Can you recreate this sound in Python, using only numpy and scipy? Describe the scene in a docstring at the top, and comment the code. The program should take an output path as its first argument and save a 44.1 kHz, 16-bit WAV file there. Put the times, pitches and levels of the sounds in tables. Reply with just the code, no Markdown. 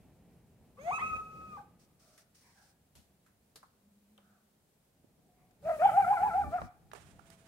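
"""A coyote howls twice near a backyard at dusk: a rising note that breaks into a high held one, then a
louder, wavering chain of yips. Its vocal folds make an almost pure tone, and its throat shapes the
overtones. House and garden walls throw the voice back, a faint tail hangs over the desert, and hiss
and rumble swell with each howl. Far animals answer faintly and a far motor drones for a moment.
Small ticks and knocks sound near the microphone; faint hisses come and go over a distant town."""
import sys
import numpy as np
from scipy import signal
from scipy.fft import rfft, irfft, next_fast_len
from scipy.io import wavfile
from scipy.ndimage import uniform_filter1d

SR = 44100
rng = np.random.default_rng(int(sys.argv[2]) if len(sys.argv) > 2 else 0)


def transcribe(signal):
    """Save signal, clipped to [-1, 1], as a 16-bit WAV file at the path in sys.argv[1]."""
    frames = np.atleast_2d(signal).T
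    limited = np.clip(frames, -1, 1)
    pcm = np.round(limited * 32767).astype(np.int16)
    wavfile.write(sys.argv[1], SR, pcm)


N = 329427
TIME = np.arange(N) / SR

# The first howl scoops upward, breaks into a high note, cracks once, drops back down and ends.
SCOOP_S, BREAK_S, DROP_S, END_S = .772, .912, 1.572, 1.612
CRACK_S, CRACK_LENGTH_S = 1, 0.031

# How the throat shapes the overtones when the mouth is narrow. Each row: frequency in Hz, gain in dB.
NARROW_MOUTH = [(1000, -11.5), (1350, 11), (1600, -5.5), (1850, -12.5), (2100, -8), (2380, -9), (2700, -29),
                (3200, -31), (3600, -56), (10000, -51)]
# The yips of the second howl. Each row: start in seconds, length in seconds, first, top and last pitch
# in Hz, relative level in dB, dip at both ends in dB, share of the yip gone by at its loudest,
# relative overtone level in dB, growl from 0 to 1, relative lift of the upper overtones in dB.
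YIPS = [(5.612, 0.13, 484.5, 661, 620, -24.5, 11, 0.64, -55.5, 0.7, 10),
        (5.788, 0.12, 544.6, 798.2, 585.4, -16, 25, 0.46, -45.5, 0.4, 6),
        (5.91, 0.145, 579, 805.3, 668, -20.5, 17, 0.6, -46.5, 0.12, 2),
        (6.055, .13, 681.5, 828, 650, -19.5, 20.5, .45, -46.5, 0.12, 3),
        (6.187, 0.128, 678, 842, 667, -25, 15.5, 0.42, -48, 0.26, 2.5),
        (6.319, 0.13, 657.5, 825.3, 584.5, -22.5, 24.5, 0.45, -50, 0.15, -1),
        (6.504, 0.097, 582, 747.6, 590.5, -24.5, 34.5, 0.52, -52, 0.35, 0)]


def undb(db):
    """Turns decibels into a number to multiply a sound by."""
    return 10 ** (np.asarray(db) / 20)


def curves(table):
    """Joins each column's values with straight lines; the first column gives the times."""
    times, *columns = np.transpose(table)
    return [np.interp(TIME, times, column) for column in columns]


def during(table):
    """One while a table lasts, with short fades to zero outside it."""
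    start, end = table[0][0], table[-1][0]
    return np.interp(TIME, [start - .01, start, end, end + 0.0081], [0, 1, 1, 0])


def gate(start, end, attack, release):
    """Rises after the start, holds at one, and falls after the end; all times are in seconds."""
    return np.clip((TIME - start) / attack, 0, 1) * np.clip(1 - (TIME - end) / release, 0, 1)


def bump(middle, half_length):
    """A bell-shaped rise and fall around one moment."""
    return np.exp(-((TIME - middle) / half_length) ** 2)


def arch(progress, peak):
    """Goes from zero up to one and back as progress runs from 0 to 1, highest at `peak`."""
    skew = np.log(.5) / np.log(np.clip(peak, .1, .9))
    return np.sin(np.pi * progress ** skew)


def smooth(x, seconds):
    """Evens out quick changes with a running average."""
    return uniform_filter1d(x, max(int(seconds * SR), 1))


def colour(hz, points):
    """The gain at each frequency, from points in Hz and dB; it falls steeply beyond both ends."""
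    point_hz, db = np.transpose(points)
    hz = np.maximum(hz, 1)
    roll_off = np.minimum(1, np.minimum(hz / point_hz[0], point_hz[-1] / hz)) ** 3
    return undb(np.interp(np.log(hz), np.log(point_hz), db)) * roll_off


def wander(rate):
    """A smooth random wobble, about one in size, with roughly `rate` turns a second."""
    size = next_fast_len(N, real=True)
    hz = np.fft.rfftfreq(size, 1 / SR)
    wobble = irfft(rfft(rng.standard_normal(size)) / (1 + (hz / rate) ** 4), size)[:N]
    return wobble / wobble.std()


def noise(points, likeness):
    """Stereo noise shaped by points in Hz and dB; `likeness` is the share common to both sides."""
    size = next_fast_len(N, real=True)
    common = np.sqrt(likeness) * rng.standard_normal(size)
    separate = np.sqrt(1 - likeness) * rng.standard_normal((2, size))
    gains = colour(np.fft.rfftfreq(size, 1 / SR), points)
    shaped = irfft(rfft(common + separate) * gains, size)[:, :N]
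    return shaped / shaped.std()


def pan(db):
    """Left and right gains that make the left side `db` decibels louder than the right."""
    return undb(np.array([[db], [-db]]) / 2)


def place(x, pan_db, left_lag_ms):
    """A sound from one side reaches the two microphones at different times and levels."""
    left = np.interp(TIME - left_lag_ms / 1000, TIME, x)
    return np.array([left, x]) * pan(pan_db)


def tail(ring_s, delay_s, points):
    """Many scattered echoes, shaped by points in Hz and dB, that fade by 60 dB in `ring_s`."""
    age = TIME[:2 * SR]
    hz = np.fft.rfftfreq(len(age), 1 / SR)
    mid, side = rfft(rng.standard_normal((2, len(age))))
    likeness = 1 / (1 + (hz / 1100) ** 6)  # only long waves reach both microphones alike
    both = mid * np.sqrt((1 + likeness) / 2) + np.array([[1], [-1]]) * side * np.sqrt((1 - likeness) / 2)
    fade = undb(-60 * age / ring_s) * np.clip(age / delay_s - 1, 0, 1)
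    return irfft(both * colour(hz, points), len(age)) * fade / np.sqrt((fade ** 2).sum())


def echo(x, response):
    """Plays a sound through a stereo pattern of echoes."""
    return signal.fftconvolve(np.atleast_2d(x), response, axes=1)[:, :N]


def town():
    """A distant town murmurs under a thin, even hiss."""
    # The tone of the murmur and of the hiss. Each row: frequency in Hz, relative level in dB.
    murmur_tone = [(20, -24), (40, -8.5), (65, -4), (110, -2.5), (190, -1), (300, -10.5), (500, -14),
                   (750, -17.5), (1200, -30.5), (2500, -32.5)]
    hiss_tone = [(400, 8.5), (1500, -1.5), (2400, -3), (3500, -3.5), (6000, -5), (8500, -2.5), (12000, -4),
                 (16000, -5)]
    # How loud the murmur is. Each row: time in seconds, level in dB.
    murmur_levels = [(0, -61), (.8, -63), (1.8, -64.5), (1.95, -71.5), (3.2, -72), (4.8, -75), (5.3, -68.5),
                     (6.85, -67), (7.05, -62.5), (7.47, -64.5)]
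    murmur_db, = curves(murmur_levels)
    murmur = noise(murmur_tone, likeness=0.93) * undb(murmur_db + wander(5.7))
    hiss = noise(hiss_tone, likeness=0.029) * undb(-75.5 + 0.47 * wander(8))
    return murmur + hiss


def vocal_folds(start, end, hz, tone_db, overtone_db, throat, jitter, flutter_db, growl, lift_db):
    """The folds make a pure tone and overtones that the throat shapes; returns the two apart."""
    now = (TIME >= start) & (TIME < end + .4)  # extra time for the call to die away
    phase = 2 * np.pi * np.cumsum(hz * (1 + jitter * wander(110))) / SR
    harmonics = np.arange(2, 14)
    gains = [colour(k * hz[now], throat) * undb(lift_db[now] * (k > 2)) for k in harmonics]
    overtones = np.zeros(N)
    overtones[now] = sum(gain * np.sin(k * phase[now]) for k, gain in zip(harmonics, gains))
    overtones[now] /= np.sqrt(sum(gain ** 2 for gain in gains))
    # In a growl the folds beat strong and weak by turns, adding tones halfway between the overtones.
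    overtones *= (1 + growl * np.sin(phase / 2)) * undb(2 * flutter_db * wander(90))
    parts = np.array([undb(tone_db) * np.sin(phase), undb(overtone_db) * overtones])
    return np.sqrt(2) * parts * undb(flutter_db * wander(33))


def first_howl_pitch():
    """The voice scoops up, jumps to a high note, cracks once, sags and drops back down."""
    from_hz, to_hz, held_hz, crack_hz, drop_hz = 455, 754, 1273, 1050, 807
    climb = np.clip((TIME - SCOOP_S) / (BREAK_S - SCOOP_S), 0, 1) ** .8  # fast at first, then slower
    scoop = from_hz + (to_hz - from_hz) * climb
    age = np.abs(TIME - BREAK_S)
    waver_hz = -23.37 * np.cos(2 * np.pi * age / 0.112) * np.exp(-age / 0.29)
    settle_hz = 89.6 * np.exp(-age / 0.0096)  # the note is reached from below
    sag_hz = 117.4 * np.exp(-np.abs(DROP_S - TIME) / 0.035)  # it sinks as the air runs out
    held = held_hz + waver_hz - settle_hz - sag_hz
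    cracked = np.abs(TIME - CRACK_S) < CRACK_LENGTH_S / 2
    hz = np.select([TIME < BREAK_S, cracked, TIME < DROP_S], [scoop, crack_hz, held], drop_hz)
    return smooth(hz, seconds=.007) * (1 + 0.0025 * wander(12))


def first_howl():
    """A clean howl through a wide mouth, strong at first and then held softly."""
    # How the throat shapes the overtones when the mouth is wide. Each row: frequency in Hz, gain in dB.
    wide_mouth = [(1000, 0), (1400, -6), (1700, -5), (2100, 3), (2550, 0), (2800, -19), (3100, -11),
                  (3500, -14), (3850, -29), (4300, -24), (4800, -31), (5900, -38), (6500, -18), (7600, -30),
                  (8900, -23), (10500, -46)]
    # How hard the coyote calls. Each row: time in seconds, relative tone and overtone levels in dB.
    effort = [(0.76, -85, -94), (0.79, -48, -69.5), (.812, -50.5, -60.5), (0.836, -50, -67),
              (0.884, -27.5, -53), (0.906, -30.5, -54), (0.944, -32, -41.5), (.968, -50, -45.5),
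              (.98, -29.5, -49.5), (1.0, -43, -45), (1.026, -29, -53), (1.04, -33, -49), (1.092, -43, -48),
              (1.136, -30, -53.5), (1.165, -43, -47), (1.2, -37, -62.5), (1.212, -50, -81),
              (1.26, -53.5, -69), (1.44, -48, -68), (1.48, -54, -68.5), (1.542, -42.5, -70),
              (1.612, -49, -83), (1.63, -64, -91)]
    tone_db, overtone_db = curves(effort)
    # The pitch is rough in the scoop, at the break and the crack, and on the closing low note.
    scooping = np.clip((BREAK_S - TIME) / (BREAK_S - SCOOP_S), 0, 1)
    breaking = bump(BREAK_S, .012) + bump(CRACK_S, .012)
    dropping = gate(DROP_S, END_S, attack=0.016, release=0.01)
    jitter = 0.003 + .012 * scooping + .07 * breaking + 0.043 * dropping
    # The upper overtones soften once the note has settled.
    settled = np.clip((TIME - CRACK_S - CRACK_LENGTH_S / 2) / CRACK_LENGTH_S, 0, 1)
    parts = vocal_folds(SCOOP_S, END_S, first_howl_pitch(), tone_db, overtone_db, wide_mouth,
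                        jitter=jitter, flutter_db=.7, growl=0.035, lift_db=-3 * settled - 1.5)
    return parts * gate(SCOOP_S, END_S, attack=0.006, release=0.026)


def squeals():
    """A second, hoarse pitch arches briefly where the voice starts, catches or peaks."""
    # The squeals. Each row: middle in seconds, length in seconds, top pitch in Hz, relative level in dB.
    catches = [(.788, 0.039, 1190, -62), (1.588, 0.016, 1560, -59.5), (5.854, 0.05, 3160, -56),
               (6.138, 0.044, 1020, -42.5), (6.266, 0.063, 985, -43.5)]
    out, waver = np.zeros(N), wander(240)
    for middle, length, top_hz, db in catches:
        bow = np.maximum(1 - (2 * (TIME - middle) / length) ** 2, 0)
        hz = top_hz * (1 - 0.13 * (1 - bow)) * (1 + 0.035 * waver)
        out += undb(db + 7.5) * bow * np.sin(2 * np.pi * np.cumsum(hz) / SR)
    return out


def rasp(voice):
    """A rough noise around the voice that follows its loudness."""
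    # The tone of the rasp. Each row: frequency in Hz, relative level in dB.
    rasp_tone = [(250, -9), (500, -7), (750, 9), (1000, -3.5), (1400, 1.5), (1800, -8.5), (2400, -9),
                 (3000, -17), (3800, -46), (5500, -47)]
    loudness = smooth(np.abs(voice), seconds=0.03).clip(0)
    return noise(rasp_tone, likeness=0.18) * loudness ** 0.7 * undb(-32 + 2.1 * wander(37))


def whistle():
    """A high, airy edge as the first howl opens."""
    # How loud the whistle is. Each row: time in seconds, level in dB.
    whistle_levels = [(.77, -121), (.81, -68.5), (.88, -67), (.94, -66.5), (1.0, -95)]
    db, = curves(whistle_levels)
    air = noise([(5600, -27.5), (6500, 10.5), (7300, -16), (9000, -47)], likeness=.3)
    return air * undb(db) * during(whistle_levels)


def yard_echoes(voice):
    """Near walls throw the voice back, the yard rings briefly and the land beyond adds a faint tail."""
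    # Echoes off ground and walls, a left list then a right one. Each row: delay in seconds, level in dB.
    walls = [
        [(.0113, -20), (.034, -23), (.061, -24)],
        [(.0087, -20), (.027, -23), (.055, -24)],
    ]
    ring_tone = [(200, -19), (700, -20), (830, -10), (1050, -14), (1400, -10), (2400, -3.5), (12000, -4)]
    land_tone = [(200, -46.5), (750, -37.5), (1300, -31.5), (2500, -28)]
    ring = tail(ring_s=.36, delay_s=.008, points=ring_tone)
    land = tail(ring_s=1.5, delay_s=0.07, points=land_tone)
    response = ring + undb(-1.5) * land
    for side, bounces in zip(response, walls):
        for delay, db in bounces:
            side[int(delay * SR)] += undb(db)
    return echo(voice, response)


def swells(voice):
    """Hiss and a low, gusty rumble rise and fall with the loudness of the voice."""
    # The tone of the hiss and of the rumble. Each row: frequency in Hz, relative level in dB.
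    hiss_tone = [(400, -4.5), (1500, -17.5), (3300, 4.5), (4700, 4.5), (6000, 2.5), (9000, 2.5),
                 (11500, -12.5), (13000, -3), (16000, -0.5)]
    rumble_tone = [(20, -23), (40, -10), (70, 2), (105, -3), (180, 0.5), (300, -10.5), (500, -6.5),
                   (900, -29.5)]
    loudness = smooth(np.abs(voice), seconds=.11).clip(0)
    sounding = smooth(np.abs(voice), seconds=.01) > undb(-60)
    hiss = noise(hiss_tone, likeness=.05) * loudness ** 0.38 * undb(-53.5 + .5 * wander(20))
    rumble = noise(rumble_tone, likeness=0.92) * loudness ** 0.29 * undb(-45 + 2.9 * wander(13))
    # The very top of the hiss stands out only in the loudest yips.
    fizz = noise([(7000, -5.5), (9500, -0.5), (12000, -4), (16000, -11)], likeness=.05)
    fizz *= smooth(loudness, seconds=.25).clip(0) ** 0.91 * undb(-40)
    return (hiss + fizz + rumble) * smooth(sounding.astype(float), seconds=0.094)


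def air_puffs():
    """Air bumps against the microphone and makes soft, low rumbles."""
    # The puffs. Each row: middle in seconds, half length in seconds, level in dB.
    puffs = [(1.114, 0.093, -52), (2.98, 0.033, -63.5), (6.46, 0.066, -43.5), (6.633, 0.038, -46),
             (7.001, 0.26, -64.5)]
    strength = sum(undb(db) * bump(middle, half_length) for middle, half_length, db in puffs)
    return noise([(30, -11), (70, 9.5), (130, 0), (300, -5)], likeness=0.21) * strength * pan(1.4)


def faint_hisses():
    """Faint, thin hisses that start suddenly; the last lingers as the final yip ends."""
    # The hisses. Each row: start in seconds, length in seconds, level in dB.
    hisses = [(1.79, 0.043, -71), (1.99, 0.22, -69), (2.343, 0.015, -64.5), (2.377, 0.32, -70),
              (6.6, 0.047, -65.5)]
    # The tone of these hisses. Each row: frequency in Hz, relative level in dB.
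    hiss_tone = [(1500, -4.5), (3300, -6.5), (4700, -1), (5700, 1.5), (6800, -5), (9500, -2.5),
                 (12000, -15), (16000, -8)]
    strength = sum(undb(db) * gate(start, start + length, attack=0.0086, release=0.048)
                   for start, length, db in hisses)
    return noise(hiss_tone, likeness=0.07) * strength * undb(1.2 * wander(25))


def far_animals():
    """Far animals call back with hoarse, sliding notes, blurred by the distance."""
    # The calls. Each row: start in seconds, length in seconds, first and last pitch in Hz, relative
    # level in dB, level of the octave overtone against the tone in dB, pitch roughness from 0 to 1.
    calls = [(1.953, 0.24, 617, 680, -78.5, -4.5, 0.1), (2.399, 0.093, 1028, 850, -78.5, 2.5, 0.15),
             (2.551, 0.039, 801, 804, -71, -1, 0.12), (4.179, 0.18, 688, 655, -83, 2.5, 0.1),
             (5.166, 0.33, 712, 731, -81.5, -20, 0.05), (5.325, .11, 1126, 1007, -88.5, 2, .1),
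             (7.041, 0.43, 676.3, 654, -76.5, -24, 0)]
    out, waver = np.zeros(N), wander(160)
    for start, length, first_hz, last_hz, db, octave_db, jitter in calls:
        progress = np.clip((TIME - start) / length, 0, 1)
        hz = (first_hz + (last_hz - first_hz) * progress) * (1 + jitter * waver)
        phase = 2 * np.pi * np.cumsum(hz) / SR
        strength = undb(db + 11.5) * np.abs(np.sin(np.pi * progress)) ** .5
        out += strength * (np.sin(phase) + undb(octave_db) * np.sin(2 * phase))
    return undb(-12) * out + echo(out, tail(ring_s=.6, delay_s=.01, points=[(300, -2), (3000, -3)]))


def knocks():
    """Small ticks, knocks and thumps: each rings at one pitch under a bright crack; the yard echoes."""
    # The hits. Each row: start in seconds, relative level in dB, ringing pitch in Hz, width of that
    # ring in Hz, seconds to fade by 60 dB, crack against the ring in dB, left minus right in dB.
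    hits = [(2.177, -65.5, 1720, 1470, 0.11, 10, 0), (2.952, -73.5, 2840, 2970, 0.31, 15.5, 0.5),
            (3.262, -68.5, 1560, 1207, 0.21, -0.5, -1), (3.557, -58, 4200, 1516, 0.11, 10, 0),
            (3.629, -46.5, 1092, 596, 0.06, -17, -2.5), (4.177, -50, 3150, 700, 0.022, -10, 7),
            (4.18, -59.5, 800, 1700, .12, -25, -4.5), (5.043, -58, 180, 130, .04, -57, -6),
            (5.104, -63, 170, 130, .04, -30, -3), (5.185, -67, 185, 110, .08, -38, 6),
            (5.269, -64, 195, 130, .04, -47, 2), (5.508, -69, 1000, 1900, 0.07, -1, 3),
            (6.289, -50, 1300, 1400, 0.015, -38.5, -5), (6.616, -23, 856, 600, 0.02, -38, 3.5),
            (6.915, -42, 1550, 1950, 0.02, -44, -5), (6.933, -37.5, 863, 1420, 0.03, -8, -6.5),
            (6.949, -56, 914, 2470, 0.18, -39, -20), (7.192, -51, 1190, 798, 0.025, -15, -25.5),
            (7.301, -61, 5000, 2560, 0.023, 10.5, -12)]
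    out = np.zeros((2, N))
    crack = noise([(400, 10.5), (2000, 0.5), (5000, 4), (12000, 2), (16000, -14)], likeness=0.24)
    for start, db, hz, width_hz, ring_s, crack_db, pan_db in hits:
        now = slice(*np.searchsorted(TIME, [start, start + .5]))
        resonance = signal.iirpeak(hz, hz / width_hz, fs=SR)
        body = signal.lfilter(*resonance, signal.lfilter(*resonance, crack[:, now]))
        burst = body / body.std() + undb(crack_db) * crack[:, now]
        age = TIME[now] - start
        fade = undb(-60 * np.minimum(age / ring_s, 3)) * np.minimum(age / 0.0015, 1)
        out[:, now] += undb(db - 2) * pan(pan_db) * fade * burst
    yard_ring = tail(ring_s=0.48, delay_s=0.0031, points=[(200, -23), (1500, -5.5), (15000, -13.5)])
    return out + echo(out, yard_ring)


def far_motor():
    """A far motor drones for a moment on one unsteady low note."""
    # How loud the motor is. 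Each row: time in seconds, level in dB.
    motor_levels = [(3.5, -97), (3.8, -74.5), (4.05, -68), (4.35, -72), (4.6, -84.5)]
    db, = curves(motor_levels)
    hz = 205 * (1 + 0.0341 * wander(18))
    drone = np.sqrt(2) * np.sin(2 * np.pi * np.cumsum(hz) / SR)
    return drone * undb(db + 3.2 * wander(27)) * during(motor_levels)


def yip_shapes():
    """Pitch, levels, growl and lift over time: each yip arches up and down, then fades until the next."""
    pitch_peak, fade_db_per_s = .6, 268
    shapes = np.zeros((5, N))
    for k, yip in enumerate(YIPS):
        start, length, first_hz, top_hz, last_hz, db, dip_db, loud_peak, overtone_db, growl, lift_db = yip
        now = TIME >= (start if k else 0)
        age = TIME[now] - start
        progress = np.clip(age / length, 0, 1)
        foot_hz = np.where(progress < pitch_peak, first_hz, last_hz)
        hz = foot_hz + (top_hz - foot_hz) * arch(progress, pitch_peak)
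        fade_db = fade_db_per_s * np.maximum(age - length, 0)
        tone_db = db - dip_db * (1 - arch(progress, loud_peak)) - fade_db
        throat_db = 0.99 * 20 * np.log10(colour(2 * hz, NARROW_MOUTH))  # louder where the throat rings
        squeeze_db = 5.5 * (progress - 1)  # the overtones grow as the throat tightens
        shaped_overtone_db = overtone_db + throat_db + squeeze_db - fade_db
        shapes[:, now] = np.broadcast_arrays(hz, tone_db, shaped_overtone_db, growl, lift_db)
    return smooth(shapes, seconds=0.0078)


def second_howl():
    """A louder, hoarser chain of yips through a narrow mouth, starting with a growl."""
    # Surges at the top of some yips. Each row: middle in seconds, half length in seconds, boost in dB.
    surges = [(5.857, .008, 5), (5.981, 0.015, 8.5), (6.235, 0.0083, 6.5)]
    hz, tone_db, overtone_db, growl, lift_db = yip_shapes()
    surge_db = sum(db * bump(middle, half_length) for middle, half_length, db in surges)
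    first_yip_s, last_yip_s = YIPS[0][0], YIPS[-1][0]
    parts = vocal_folds(first_yip_s, last_yip_s, hz, tone_db + surge_db, overtone_db, NARROW_MOUTH,
                        jitter=.011 + 0.029 * growl, flutter_db=1.6, growl=growl, lift_db=lift_db - 2)
    fade_in = np.clip((TIME - first_yip_s) / 0.067, 0, 1) ** 2
    return parts * fade_in


def coyote():
    """Both howls reach the microphones, along with their echoes and the noises that follow the voice."""
    first_tone, first_overtones = first_howl()
    second_tone, second_overtones = second_howl()
    squeal = squeals()
    voice = first_tone + first_overtones + second_tone + second_overtones + squeal
    direct = (undb(-3) * place(first_tone, pan_db=4, left_lag_ms=0.19)
              + undb(2.5) * place(first_overtones, pan_db=-8, left_lag_ms=0.25)
              + undb(-3.5) * place(second_tone, pan_db=0.5, left_lag_ms=-0.14)
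              + place(second_overtones + squeal, pan_db=3, left_lag_ms=-0.13))
    return direct + rasp(voice) + whistle() + yard_echoes(voice) + swells(voice)


def rustle():
    """Soft handling after the knocks: uneven rubbing close to the microphone, mostly on the right."""
    # How loud the rustle is. Each row: time in seconds, relative level in dB.
    rustle_levels = [(6.92, -83.5), (6.96, -61.5), (7.03, -71), (7.47, -71)]
    db, = curves(rustle_levels)
    rustle_tone = [(300, -2), (1400, 7.5), (2800, 4), (4500, -1.5), (9200, 1.5), (10800, -8)]
    rubbing = noise(rustle_tone, likeness=0.079)
    return rubbing * pan(-11) * undb(db + 3.2 * wander(21.6)) * during(rustle_levels)


def scene():
    """The coyote near the yard, with the small sounds around it."""
    return (coyote() + far_animals() + air_puffs() + knocks() + faint_hisses() + rustle()
            + town() + far_motor())


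def record(dry):
    """The phone cuts off the highest treble."""
    top_hz = 15750
    return signal.sosfilt(signal.ellip(10, .2, 80, top_hz, fs=SR, output="sos"), dry)


dry = scene()
out = record(dry)
transcribe(out)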